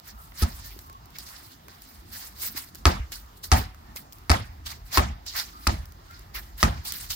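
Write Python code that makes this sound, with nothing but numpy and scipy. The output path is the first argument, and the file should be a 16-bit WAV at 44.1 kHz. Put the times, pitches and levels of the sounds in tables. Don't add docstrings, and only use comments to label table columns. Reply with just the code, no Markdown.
import sys
import numpy as np
from scipy import signal
from scipy.io import wavfile

SR = 44100
rng = np.random.default_rng(int(sys.argv[2]) if len(sys.argv) > 2 else 0)


def inscribe(sig):
    pcm = np.round(np.clip(np.atleast_2d(sig).T, -1, 1) * 32767)
    wavfile.write(sys.argv[1], SR, pcm.astype(np.int16))


def convert_level_to_amplitude(level_db):
    exponent = np.asarray(level_db, float) / 20
    return 10 ** exponent


N = 315315
TIME = np.arange(N) / SR
PORT_LAG_MS = 0.45
HEARD_S = 0.001
EDGES = 30 * 2 ** np.arange(0, 9.3, 0.5)

# start in seconds, crack peak in dB, push peak in dB,
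# air ring relative to the crack in dB, yard tail in dB.
BOUNCES = [
    (0.4189, -28.5, -9, -10.5, -33.5),
    (2.8539, -5, -5.5, -8.5, -20),
    (3.5161, -12.5, -5.5, -4, -19.5),
    (4.2954, -16, -7.5, -0.5, -20.5),
    (4.9727, -9.5, -10, -5.5, -22),
    (5.6685, -18.5, -13, -4, -26),
    (6.6282, -7, -11, -10, -23.5),
]


def at_hz(points, hz):
    point_hz, value = np.array(points).T
    return np.interp(np.log(hz), np.log(point_hz), value)


def drift(rate):
    step = 40
    r = np.exp(-2 * np.pi * step * rate / SR)
    white = rng.standard_normal(N // step + 2002)
    slow = signal.lfilter([1], [1, -2 * r, r * r], white)[2000:]
    return np.interp(np.arange(N) / step, np.arange(len(slow)), slow / np.std(slow))


def ring(clicks, hz, t60):
    r = convert_level_to_amplitude(-60 / (max(t60, 1e-3) * SR))
    w = 2 * np.pi * hz / SR
    return signal.lfilter([0, np.sin(w)], [1, -2 * r * np.cos(w), r * r], clicks + 1e-18)


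def strikes(s, size, pan_db, lag_ms):
    out = np.zeros((2, N))
    for side, way in enumerate((0.5, -0.5)):
        at = np.round((s + way * lag_ms / 1000) * SR).astype(int)
        np.add.at(out[side], np.clip(at, 0, N - 1), size * convert_level_to_amplitude(way * pan_db))
    return out


def struck(modes, s, peak_db, pan_db, lag_ms, uneven_db):
    luck = rng.standard_normal((len(s), len(modes)))
    out = 0
    for k, (hz, db, t60) in enumerate(modes):
        size = (-1) ** k * convert_level_to_amplitude(peak_db + db + uneven_db * luck[:, k])
        out = out + ring(strikes(s, size, pan_db, lag_ms), hz, t60)
    return out


def bands(white):
    # frequency in Hz, left-right likeness from 0 to 1.
    likeness = [(60, .99), (130, 1), (290, 0.87), (640, 0.89), (1400, 0.23), (3100, 0.082), (15000, 0.037)]
    # frequency in Hz, left over right in dB.
    side_bias = [(100, -.5), (2000, -1), (4400, -4), (8000, 0), (15000, -2)]
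    for k, (low, high) in enumerate(zip(EDGES, EDGES[1:])):
        sos = signal.butter(2, [low, high], "band", fs=SR, output="sos")
        mid, side = signal.sosfilt(sos, white[k % 2])
        hz = min(np.sqrt(low * high), 15200)
        alike = np.clip(at_hz(likeness, hz), -1, 1)
        pair = np.sqrt(1 + alike) * mid + np.sqrt(1 - alike) * side * [[1], [-1]]
        yield hz, pair * convert_level_to_amplitude(at_hz(side_bias, hz) * np.array([[0.5], [-0.5]]))


def density(spectrum, low_hz, high_hz):
    hz = np.linspace(low_hz, high_hz, 400)
    mean_power = np.mean(convert_level_to_amplitude(2 * at_hz(spectrum, hz)))
    return np.sqrt(SR / 4 / (mean_power * (high_hz - low_hz)))


def yard():
    # time in seconds, rumble in dB.
    rumble = [(0.0, -54.5), (0.26, -54), (0.55, -43.5), (1.21, -54.5), (2.69, -52.5), (3.01, -43.5),
              (3.36, -53), (3.62, -50), (4.48, -49.5), (4.8, -45.5), (5.2, -50), (5.85, -49.5),
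              (6.13, -44), (6.67, -50.5), (7.15, -45)]
    # frequency in Hz, density in dB per Hz.
    floor_colour = [(15, -35), (25, -13), (48, 8.5), (65, 6), (146, -12), (266, -14.5), (470, -23),
                    (831, -16), (1470, -18), (1780, -29), (2900, -29), (4990, -32), (9330, -35),
                    (15200, -37), (16500, -49)]
    # frequency in Hz, density in dB per Hz.
    tail_colour = [(35, -32), (50, -4.5), (71, 0), (100, -5), (143, -9.5), (200, -13), (285, -20.5),
                   (480, -22.5), (800, -15), (1140, -21), (2300, -30.5), (4600, -33), (9100, -35),
                   (15200, -52.5)]
    # frequency in Hz, t60 in seconds.
    tail_t60 = [(50, 0.43), (130, 0.27), (350, 0.24), (920, 0.29), (2430, 0.39), (6400, 0.26)]
    rumble_db = np.interp(TIME, *np.transpose(rumble))
    hum_db = -58 + 0.13 * (rumble_db - rumble_db.mean())
    air_db = -56
    s, tail_db = np.transpose(BOUNCES)[[0, 4]]
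    boom_db = tail_db - 11.5 + 2.5 * np.maximum(s - 2.45, 0)
    blows = strikes(s + 0.0013, convert_level_to_amplitude(2 * tail_db), 0, 0)[0]
    booms = strikes(s + 0.0013, convert_level_to_amplitude(2 * boom_db), 0, 0)[0]
    out, gust = 0, drift(4.5)
    for hz, pair in bands(rng.standard_normal((2, 2, N))):
        fall = convert_level_to_amplitude(-120 / (at_hz(tail_t60, hz) * SR))
        build = np.exp(-1 / ((0.0015 + 1.6 / hz) * SR))
        power = signal.lfilter([1], [1, -fall], (booms if hz < 170 else blows) + 1e-18)
        power = signal.lfilter([(1 - build) ** 2], [1, -2 * build, build ** 2], power)
        tail_gain = convert_level_to_amplitude(at_hz(tail_colour, hz) + 2.8 * drift(25))
        tail = np.sqrt(power) * tail_gain * density(tail_colour, 500, 16000)
        if hz < 110:
            low_hz, high_hz, level_db = 30, 110, rumble_db
        elif hz < 450:
            low_hz, high_hz, level_db = 110, 450, hum_db
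        else:
            low_hz, high_hz, level_db = 450, 16000, air_db
        sway_db = 0.27 * gust + (3.2 if hz < 450 else 1.8) * drift(5.6)
        floor = convert_level_to_amplitude(level_db + at_hz(floor_colour, hz) + sway_db) * density(floor_colour, low_hz, high_hz)
        out = out + np.hypot(tail, floor) * pair
    return out


def leaves():
    # start in seconds, peak in dB, low part relative to the peak in dB.
    ticks = [(0.3204, -59.5, 12), (0.7047, -51, -5), (0.7902, -37.5, -13), (0.898, -43, -10),
             (0.9283, -46, -30), (1.057, -46.5, -21), (1.104, -50, -24), (1.1854, -28, -25),
             (1.683, -42.5, -4), (1.82, -39, -27), (2.2708, -43, -14), (2.748, -35.5, -20),
             (2.7543, -36, -16), (3.1204, -29.5, -17), (3.2614, -51, -24), (3.746, -47.5, -8),
             (3.9613, -30, -19), (4.124, -39, -37), (4.13, -40, -35), (4.1846, -46, -37), (4.66, -35, -32),
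             (4.929, -29.5, -17), (5.2638, -34, -17), (5.363, -33, -20), (5.8558, -42, -18),
             (5.9213, -44, -18), (6.11, -46, -7), (6.193, -42, -30), (6.769, -52, -11), (6.9216, -22, -27)]
    s, peak_db, low_db = np.transpose(ticks)
    fall, out = convert_level_to_amplitude(-60 / (0.015 * SR)), 0
    for db, low_hz, high_hz in ((peak_db + 0.5, 3800, 16000), (peak_db + low_db + 7.0, 350, 2000)):
        burst = signal.lfilter([1], [1, -fall], strikes(s, convert_level_to_amplitude(db), -1.5, -0.089) + 1e-18)
        sos = signal.butter(2, [low_hz, high_hz], "band", fs=SR, output="sos")
        gain = np.sqrt(SR / 2 / (high_hz - low_hz))
        out = out + gain * signal.sosfilt(sos, burst * rng.standard_normal((2, N)))
    return out


def hums():
    # start in seconds, end in seconds, frequency in Hz, level in dB.
    rubs = [
        (0.118, .30, 1316, -53),
        (0.607, 0.696, 1810, -55.5),
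        (0.814, 1.01, 1100, -49),
        (3.838, 3.95, 1800, -62),
        (5.503, 5.68, 1264, -48.5),
        (6.05, 6.19, 1390, -52.5),
        (6.09, 6.17, 2115, -66),
    ]
    out = 0
    for start, end, hz, db in rubs:
        tone = ring(ring(rng.standard_normal(N), hz, 0.03), hz, 0.03)
        tone = tone / np.std(tone[int(start * SR):int(end * SR)])
        swell = np.sin(np.pi * np.clip((TIME - start) / (end - start), 0, 1))
        out = out + convert_level_to_amplitude(db) * tone * swell
    return out


def sole():
    # start in seconds, hiss in dB, fall in dB per second,
    # grit relative to hiss in dB, drag relative to hiss in dB.
    slaps = [(1.183, -46, 215, 4, -5), (1.683, -64.5, 76, 8.5, 4), (2.746, -56.5, 165, 4, -8),
             (3.118, -40.5, 215, 2, -6), (3.431, -36.5, 475, -1, -13.5), (3.961, -37.5, 450, -3, -8),
             (4.123, -62.5, 60, -6, -20), (4.658, -39.5, 260.5, 7.5, -2.5), (5.26, -47.5, 110, 11, -3),
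             (6.341, -43, 145, 0.5, 1), (6.572, -48, 100, -4, -16), (6.845, -38, 63, 0.5, -7),
             (7.098, -31, 250, 3.5, -9.5)]
    # centre in seconds, swell in seconds,
    # hiss in dB, grit relative to hiss in dB.
    drags = [(.078, 0.038, -48, 2.5), (.227, 0.09, -55.5, -7.5), (0.399, 0.042, -36.5, -0.5),
             (.5, 0.12, -50, -1), (.6, 0.073, -52, 2.5), (0.658, 0.13, -50, .5), (.82, 0.057, -53.5, -4.5),
             (1.161, .025, -57, 6), (1.32, 0.15, -47, 0), (1.52, 0.029, -54.5, 1.5),
             (1.85, 0.25, -58, -2.5), (2.162, 0.068, -43, -0.5), (2.248, 0.073, -47.5, 0),
             (2.442, 0.069, -34, -2), (2.576, 0.027, -37.5, 2), (2.62, 0.074, -50.5, 0.5),
             (3.372, 0.027, -56, -9), (3.573, 0.055, -40.5, 0.5), (4.05, 0.041, -66, 2.5),
             (4.46, 0.021, -55, -3), (4.881, 0.031, -51.5, -0.5), (4.955, 0.033, -31, 4.5),
             (4.703, 0.038, -43.5, 4.5), (5.384, 0.042, -34, 4), (5.47, 0.045, -54, 4.5),
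             (5.66, 0.18, -54.5, 1), (6.15, 0.13, -61, 5.5), (6.616, .03, -40.5, 2),
             (6.75, 0.18, -65.5, 9.5), (7.008, 0.033, -39, -0.5)]
    t = np.arange(0, N + 64, 64) / SR
    shapes = []
    for s, db, fall, grit_db, drag_db in slaps:
        since = t - s - 0.008
        slope = np.where(t < s + 0.008, 1600, -fall)
        shapes.append((db + slope * since, grit_db, drag_db))
    for s, swell, db, grit_db in drags:
        away = np.abs((t - s) / swell / np.where(t > s, 1.254, 1))
        loss_db = 15.5 * away ** 1.53
        shapes.append((db - loss_db, grit_db, -6 + 1.57 * grit_db))
    power = 1e-12
    for db, grit_db, drag_db in shapes:
        power = power + convert_level_to_amplitude(2 * (db + np.array([[0], [grit_db], [drag_db]])))
    return [np.interp(TIME, t, 10 * np.log10(p)) for p in power]


def feet():
    # frequency in Hz, density in dB per Hz.
    scuff_colour = [(400, -16.5), (570, -12), (800, -4.5), (1600, -1.5), (2300, -4.5), (3200, -12),
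                    (4600, -7.5), (6500, -11.5), (9100, 2.5), (12900, -0.5), (15200, -15)]
    hiss_db, grit_db, drag_db = sole()
    grain_db = 2.7 * np.minimum(rng.exponential(1, N), 6)
    grains = convert_level_to_amplitude(grain_db + 0.54 * drift(110.0) + 1.48 * drift(18))
    white = rng.standard_normal((2, 2, N)) * grains / np.sqrt(np.mean(grains ** 2))
    out = 0
    for hz, pair in bands(white):
        if hz < 3000:
            low_hz, high_hz, region_db = 600, 3000, drag_db
        elif hz < 8000:
            low_hz, high_hz, region_db = 3000, 8000, grit_db
        else:
            low_hz, high_hz, region_db = 8000, 15500, hiss_db
        level_db = region_db + at_hz(scuff_colour, hz) + 2.8 * drift(22)
        out = out + (hz > 400) * convert_level_to_amplitude(level_db) * density(scuff_colour, low_hz, high_hz) * pair
    return out


def steps():
    # start in seconds, peak in dB, frequency in Hz.
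    landings = [
        (0.764, -36, 380),
        (2.55, -33.5, 295),
        (2.57, -38, 71.4),
        (3, -19.5, 65.4),
        (3.958, -35, 540),
        (4.668, -40, 67),
        (7.1, -33, 51.1),
    ]
    out = 0
    for s, db, hz in landings:
        out = out + ring(strikes(np.array([s]), convert_level_to_amplitude(db), -1, -PORT_LAG_MS), hz, 8.4 / hz)
    return out


def ground():
    # frequency in Hz, peak in dB, t60 in seconds.
    notes_of_ground = [
        (456, -27.5, 0.038),
        (1180, -19, .02),
        (749, -27.5, 0.34),
        (903, -21, 0.062),
        (1050, -12.5, 0.039),
        (1324, -16, 0.015),
        (1900, -10, 0.015),
    ]
    out = 0
    for bounce, (hz, db, t60) in zip(BOUNCES, notes_of_ground):
        click = strikes(np.array([bounce[0] + HEARD_S]), convert_level_to_amplitude(db), -0.8, -0.04)
        out = out + ring(click, hz, t60)
    return out


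def arrivals():
    # post delay in ms, porch delay in ms,
    # house wall delay in ms, post return in dB, wall return in dB.
    places = [
        (2.6, 13, 20, -13, -30),
        (2.8, 8.1, 18, -5, -8.5),
        (5.5, 19.8, 16.8, 1.5, -13),
        (2.4, 7.5, 21, -8, -25),
        (3.12, 4.8, 25, 3.5, -33),
        (4.9, 6.5, 20.3, -13, -36),
    ]
    # air ring in dB, left over right in dB, left lag in ms.
    surfaces = [
        (-3, 5, -.45),
        (1, 4.5, 0.24),
        (-8, 10, 0.227),
        (-20.5, -1.5, .25),
    ]
    rows = [(0, 2.3 * k, -2 - 0.36 * k, -1.5, 17.5 * (-1) ** k, 0.27 * (-1) ** k) for k in range(1, 8)]
    for k, (post_ms, porch_ms, wall_ms, post_db, wall_db) in enumerate(places):
        paths = (post_ms, post_db), (porch_ms, post_db - 0.5), (wall_ms, wall_db), (37, wall_db - 11.5)
        rows += [(k + 1, *path, *surface) for path, surface in zip(paths, surfaces)]
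    return np.transpose(rows)


def push():
    # frequency in Hz, level in dB, t60 in seconds.
    squash = [(75, 4, .056), (185, -6, .06), (245, -7, .05), (385, -13, .045)]
    start_ms = (5.8, 4.8, 4.6, 3.0)
    wall_ms, wall_db = 13.7, -4.5
    s, crack_db, push_db = np.transpose(BOUNCES)[:3]
    luck = rng.standard_normal((len(s), len(squash)))
    hard_db = 0.2 * (crack_db - push_db + 0.5)
    out = 0
    for k, (hz, db, t60) in enumerate(squash):
        size = convert_level_to_amplitude(push_db + db + (k > 0) * (hard_db + 3.7 * luck[:, k]))
        at = np.r_[s, s + wall_ms / 1000] + start_ms[k] / 1000
        clicks = strikes(at, np.r_[size, size * convert_level_to_amplitude(wall_db)], -0.8, -PORT_LAG_MS)
        soft = signal.lfilter([0.0036], [1, -1.88, 0.8836], clicks)
        out = out + ring(soft, hz, t60)
    return out


def ball():
    # frequency in Hz, level in dB, t60 in seconds.
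    crack = [(3180, 1, 0.0019), (4830, 10, 0.0018), (5860, 5, 0.0032), (8530, 11, 0.00076),
             (10380, 9, 0.002), (14500, -15, 0.0037)]
    # frequency in Hz, level in dB, t60 in seconds.
    ball_air = [(690, -16, 0.033), (799.5, -2, 0.04), (832, 5.5, 0.023), (894, -4, 0.062),
                (1125, -8.5, 0.03), (1233, -1.5, 0.071), (1251, 11, 0.026), (1634, -11.5, 0.07),
                (1737, 4, 0.012), (2278, 0.5, 0.023), (2330, 1, 0.0096), (2600, 4, 0.014),
                (3090, -37, 0.0067)]
    s, crack_db, _, air_db, _ = np.transpose(BOUNCES)
    which, delay_ms, back_db, back_air_db, pan_db, lag_ms = arrivals()
    which = np.round(which).astype(int)
    when = HEARD_S + np.r_[s, s[which] + delay_ms / 1000]
    pan_db, lag_ms = np.r_[0 * s - 2.5, pan_db], np.r_[0 * s + 0.05, lag_ms]
    all_crack_db = np.r_[crack_db, crack_db[which] + back_db] - 1.5
    ring_db = crack_db + air_db - 6.0
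    all_ring_db = np.r_[ring_db, ring_db[which] + back_air_db]
    out = struck(crack, when, all_crack_db, pan_db, lag_ms, uneven_db=2.5)
    out += struck(ball_air, when, all_ring_db, pan_db, lag_ms, uneven_db=3)
    return out + push()


def scene():
    diffuse = yard() + feet() + hums()
    diffuse[1] = np.roll(diffuse[1], round(PORT_LAG_MS * SR / 1000))
    return diffuse + leaves() + steps() + ground() + ball()


def peak(x, hz, width_hz, db):
    w, g = 2 * np.pi * hz / SR, convert_level_to_amplitude(db / 2)
    a = np.sin(w) * width_hz / (2 * hz)
    middle = -2 * np.cos(w)
    return signal.lfilter([1 + a * g, middle, 1 - a * g], [1 + a / g, middle, 1 - a / g], x)


def band_limit(x):
    return signal.sosfilt(signal.butter(12, 16960, fs=SR, output="sos"), x)


def record(dry):
    # frequency in Hz, width in Hz, lift in dB.
    port = [(480, 76, -5), (2040, 400, 2), (2570, 143, -2.5), (4840, 2360, 3), (9340, 2980, -8),
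            (15070, 5800, 7)]
    x = signal.sosfilt(signal.butter(2, 38, "high", fs=SR, output="sos"), dry)
    for hz, width_hz, db in port:
        x = peak(x, hz, width_hz, db)
    x = x / (1 + (x / 0.88) ** 4) ** 0.25
    x = signal.sosfilt(signal.cheby2(12, 60, 16900, fs=SR, output="sos"), x)
    return band_limit(x)


dry = scene()
out = record(dry)
inscribe(out)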